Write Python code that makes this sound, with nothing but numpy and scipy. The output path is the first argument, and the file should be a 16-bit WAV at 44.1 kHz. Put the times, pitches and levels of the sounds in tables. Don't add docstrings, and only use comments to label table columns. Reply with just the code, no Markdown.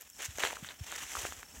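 import sys
import numpy as np
from scipy import signal
from scipy.fft import rfft, irfft
from scipy.io import wavfile
from scipy.ndimage import uniform_filter1d

SR = 44100
rng = np.random.default_rng(int(sys.argv[2]) if len(sys.argv) > 2 else 0)


def amplitude_ratio(level_db):
    exponent = np.asarray(level_db, float) / 20
    return 10 ** exponent


def materialize(psi):
    bounded = np.clip(np.atleast_2d(psi).T, -1, 1)
    quanta = np.round(bounded * 32767).astype(np.int16)
    wavfile.write(sys.argv[1], SR, quanta)


N = 70560

# (per Hz, relative)
PRESS_SPECTRUM = [(170, -21), (300, -5), (430, -2), (800, 0.5), (1100, -4.5), (1500, -7.5)]
# (per Hz, relative)
CRUNCH_SPECTRUM = [(700, -13), (1000, -6.5), (1750, 3.5), (2200, 1), (3100, 2), (4000, -4), (4700, -8.5),
                   (5400, -34)]
# (per Hz, relative)
SWISH_SPECTRUM = [(4300, -19), (5000, -8.5), (5900, -0.5), (7000, -0.5), (7700, -1.5), (9300, -11),
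                  (12600, -12.5), (14000, -15.5), (15900, -16)]


def evened(x):
    return x / np.sqrt(np.mean(x ** 2) + 1e-20)


def over_time(table, axis=1):
    rows = np.array(table)
    return amplitude_ratio(np.interp(np.arange(N) / SR, rows[:, 0], rows[:, axis]))


def read_spectrum(points, hz):
    point_hz, db = np.transpose(points)
    return amplitude_ratio(np.interp(np.log(hz + 1), np.log(point_hz + 1), db, left=-100, right=-100))


def shaped(spectrum, points):
    return evened(irfft(spectrum * read_spectrum(points, np.fft.rfftfreq(N, 1 / SR)), N))


def noise(points):
    return shaped(rfft(rng.standard_normal(N)), points)


def add(mix, start_s, sound):
    part = mix[max(round(start_s * SR), 0):][:len(sound)]
    part += sound[:len(part)]


def ring(hz, t60_s, rise_cycles=0.36):
    t = np.arange(round(0.03 * SR)) / SR
    onset = np.minimum(t * hz / rise_cycles, 1)
    decay = amplitude_ratio(-60 * t / max(t60_s, 1e-3))
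    return onset * decay * np.sin(2 * np.pi * hz * t)


def sparse(per_s, spread_db):
    size = amplitude_ratio(spread_db * np.minimum(rng.exponential(1, N), 4))
    happens = rng.random(N) < per_s / SR
    return size * happens * rng.choice([-1, 1], N)


def air():
    # (per Hz, relative)
    air_spectrum = [(300, -24), (7000, 12), (15900, 17)]
    return amplitude_ratio(-65.5) * noise(air_spectrum)


def wind():
    # time_s, level_db (rms)
    gust_levels = [(0, -73), (.22, -65), (.72, -63.5), (1.05, -63), (1.6, -59.5)]
    # (per Hz, relative)
    wind_spectrum = [(25, -44), (45, -0.5), (70, 5.5), (110, -7.5), (300, -6.5), (400, -81)]
    lump_db = 3
    slow = uniform_filter1d(uniform_filter1d(rng.standard_normal(N), 900), 900)
    lumps = amplitude_ratio(lump_db * evened(slow))
    return over_time(gust_levels) * evened(noise(wind_spectrum) * lumps)


def cricket():
    # time_s, level_db
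    cricket_levels = [(0, -89), (.06, -68), (.15, -65), (.3, -70), (.62, -85), (.7, -86), (.79, -65),
                      (1.39, -80), (1.43, -64), (1.53, -59), (1.55, -74)]
    pitch_hz, pole_width_hz = 5450, 220
    throb_hz, throb_peak_s, throb_depth_db = 30.2, 1.458, 20
    steady_tone = 1.1
    t, r = np.arange(N) / SR, np.exp(-np.pi * pole_width_hz / SR)
    complex_noise = rng.standard_normal((N, 2)) @ [1, 1j]
    scrape = signal.lfilter([1], np.convolve([1, -r], [1, -r]), complex_noise)
    scratchy = steady_tone + scrape / np.std(scrape)
    throb = amplitude_ratio(throb_depth_db * np.cos(2 * np.pi * throb_hz * (t - throb_peak_s)) / 2)
    whistle = (scratchy * np.exp(2j * np.pi * pitch_hz * t)).real
    return over_time(cricket_levels) * evened(throb * whistle)


def bird():
    start_s, length_s, peak_db = 0.73, 0.045, -63
    from_hz, to_hz = 2950, 3250
    out, u = np.zeros(N), np.linspace(0, 1, round(length_s * SR))
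    hz = from_hz + (to_hz - from_hz) * u ** 2
    chirp = np.sin(np.pi * u) * np.sin(2 * np.pi * np.cumsum(hz) / SR)
    add(out, start_s, amplitude_ratio(peak_db) * chirp)
    return out


def bumps():
    # peak_s, peak_db, pitch_hz (at the peak)
    bump_events = [(0.29, -39.5, 95), (0.357, -49, 76), (0.437, -48, 89), (0.628, -38.5, 191),
                   (0.8139, -34, 101), (1.182, -43, 75), (1.24, -44, 95), (1.301, -49, 81),
                   (1.385, -50, 67)]
    rise_cycles, fall_cycles = 0.34, 0.87
    sag = 0.64
    out, lead_s = np.zeros(N), 0.03
    for peak_s, peak_db, pitch_hz in bump_events:
        u = (np.arange(round(0.1 * SR)) / SR - lead_s) * pitch_hz
        shape = np.exp(-(u / np.where(u < 0, rise_cycles, fall_cycles)) ** 2 / 2)
        phase = u - sag * u * np.tanh(u / 2) / 2
        add(out, peak_s - lead_s, amplitude_ratio(peak_db) * shape * np.cos(2 * np.pi * phase))
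    return out


def struck_pair(hz, t60_s, rise_cycles, overtone_ratio, overtone_db, overtone_rise_cycles):
    fundamental = ring(hz, t60_s, rise_cycles)
    overtone = ring(hz * overtone_ratio, t60_s, overtone_rise_cycles)
    pair = fundamental + amplitude_ratio(overtone_db) * overtone
    return pair / abs(pair).max()


def breaks():
    # start_s, peak_db, pitch_hz, t60_s, overtone_db (relative to fundamental)
    snap_events = [(.3848, -31, 594, 0.0063, -12), (.3846, -32, 1930, 0.0036, -6),
                   (0.4355, -13, 1750, 0.004, -4), (0.4368, -24, 430, 0.02, 2),
                   (0.4505, -18, 1500, 0.003, 0), (0.5028, -29, 1680, .004, -2),
                   (0.5078, -30.5, 1100, 0.004, -3), (.5298, -31, 850, 0.005, -12),
                   (.5687, -31, 1320, 0.0065, -15), (.6464, -30, 1610, 0.006, -1),
                   (0.6884, -28, 1900, 0.004, 5), (0.9243, -26, 1500, 0.0028, -5),
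                   (1.1526, -25, 1220, 0.0087, -20), (1.1690, -25, 1260, 0.0057, -20),
                   (1.2515, -25, 700, 0.0046, -1), (1.3233, -28, 1400, 0.002, -8),
                   (1.4303, -32, 1750, 0.002, -12)]
    # start_s, peak_db, pitch_hz, overtone_db (relative to fundamental)
    tick_events = [(0.0108, -31, 7060, 1), (0.0197, -33, 7260, -1), (0.1006, -34.5, 7200, -7),
                   (.2212, -28.5, 6960, -12), (0.2490, -33, 5700, -12), (0.4378, -28, 6500, -20),
                   (.2589, -26.5, 6960, -12), (0.375, -32, 7140, -9), (.3842, -28.5, 6540, -16),
                   (.4745, -31, 7100, -20), (0.639, -43, 7350, 11), (0.8443, -39, 5860, -11),
                   (0.9184, -25.5, 7050, -14), (0.9622, -28, 5930, -14), (1.3243, -40, 6550, 7),
                   (1.4028, -38, 7860, -10)]
    snap_ratio, snap_rise_cycles = 1.915, 0.69
    tick_ratio, tick_rise_cycles, tick_t60_s = 1.77, 2.8, 0.0026
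    tear_db, tear_t60_s = -20, 0.021
    out, low, high = np.zeros(N), np.zeros(N), np.zeros(N)
    tail = amplitude_ratio(tear_db - 60 * np.arange(round(0.03 * SR)) / SR / tear_t60_s)
    for start_s, peak_db, pitch_hz, t60_s, overtone_db in snap_events:
        snap = struck_pair(pitch_hz, t60_s, snap_rise_cycles, snap_ratio, overtone_db, 2 * snap_rise_cycles)
        add(out, start_s, amplitude_ratio(peak_db) * snap)
        add(low, start_s, amplitude_ratio(peak_db) * tail)
    for start_s, peak_db, pitch_hz, overtone_db in tick_events:
        tick = struck_pair(pitch_hz, tick_t60_s, tick_rise_cycles, tick_ratio, overtone_db, tick_rise_cycles)
        add(out, start_s, amplitude_ratio(peak_db) * tick)
        add(high, start_s, amplitude_ratio(peak_db) * tail)
    stalk_tearing = low * noise([*PRESS_SPECTRUM[:4], *CRUNCH_SPECTRUM[1:]])
    blade_tearing = high * noise(SWISH_SPECTRUM)
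    return out + stalk_tearing + blade_tearing


def grains(points, per_s, spread_db, cycles, hiss_share, clumps, cracks, count=24):
    crack_share = 0.18
    size = sparse(per_s, spread_db)
    kind, out = rng.integers(0, count, N), np.zeros(N)
    for k, hz in enumerate(np.geomspace(points[1][0], points[-2][0], count)):
        grain = ring(hz, 3 * cycles / hz)
        grain = grain * np.sqrt(hz) / np.linalg.norm(grain)
        out += signal.oaconvolve(size * (kind == k), grain)[:N]
    spectrum = rfft(out)
    flat = spectrum / np.sqrt(uniform_filter1d(abs(spectrum) ** 2, size=N // 60) + 1e-9)
    ringing = shaped(flat, points)
    cracking = shaped(rfft(cracks), points)
    broken = np.sqrt(1 - crack_share) * ringing + np.sqrt(crack_share) * cracking
    texture = np.sqrt(1 - hiss_share) * broken + np.sqrt(hiss_share) * noise(points)
    return evened(texture * clumps)


def grass():
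    # time_s, press_db, crunch_db, swish_db
    walk_levels = [(0, -66, -57.5, -59), (0.12, -79, -71, -65), (0.182, -65.5, -59.5, -52.5),
                   (0.196, -51.5, -44.5, -48.5), (0.25, -62.5, -44, -42), (0.29, -65, -53, -52.5),
                   (0.35, -70, -59, -55.5), (0.385, -54.5, -46.5, -47), (0.425, -42, -36.5, -41),
                   (0.47, -44.5, -36.5, -42), (0.5, -48, -45, -45), (0.61, -62.5, -58.5, -58),
                   (0.66, -62.5, -49, -51.5), (0.71, -58, -52.5, -57.5), (0.77, -70, -63, -61.5),
                   (0.86, -60, -53.5, -53.0), (0.92, -55.5, -47, -50), (1.02, -58, -44, -44.5),
                   (1.064, -63, -51.5, -49), (1.076, -63, -49, -48.5), (1.16, -53, -47.5, -44),
                   (1.255, -50, -45, -44.5), (1.305, -63, -51.5, -49), (1.38, -62, -54.5, -52.5),
                   (1.46, -67, -63.0, -59.5), (1.53, -65, -62.5, -58.5), (1.57, -58, -57.5, -53),
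                   (1.599, -66, -61, -53.5)]
    clump_s, clump_db = 0.01, 2
    cracks_per_s, cracks_spread_db, cracks_t60_s = 320, 2.2, 0.006
    slow = uniform_filter1d(rng.standard_normal(N), round(clump_s * SR))
    clumps = amplitude_ratio(clump_db * evened(slow))
    decay = amplitude_ratio(-60 * np.arange(round(0.02 * SR)) / SR / cracks_t60_s)
    bursts = signal.oaconvolve(abs(sparse(cracks_per_s, cracks_spread_db)), decay)[:N]
    cracks = bursts * rng.standard_normal(N)
    press = grains(PRESS_SPECTRUM, per_s=700, spread_db=2.5, cycles=3.3, hiss_share=0.8,
                   clumps=clumps, cracks=cracks, count=12)
    crunch = grains(CRUNCH_SPECTRUM, per_s=1800, spread_db=3.3, cycles=3, hiss_share=0.3,
                    clumps=clumps, cracks=cracks)
    swish = grains(SWISH_SPECTRUM, per_s=5000, spread_db=1.5, cycles=1, hiss_share=0.4,
                   clumps=clumps, cracks=cracks)
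    out = over_time(walk_levels, axis=1) * press
    out += over_time(walk_levels, axis=2) * crunch
    out += over_time(walk_levels, axis=3) * swish
    return out


def scene():
    mix = air() + wind() + cricket() + bird() + bumps() + breaks() + grass()
    low_cut = signal.butter(2, 40, "high", fs=SR, output="sos")
    return signal.sosfilt(low_cut, mix)[None]


def band_limit(x):
    return signal.sosfilt(signal.butter(12, 16200, fs=SR, output="sos"), x)


def record(dry):
    return band_limit(dry)


dry = scene()
out = record(dry)
materialize(out)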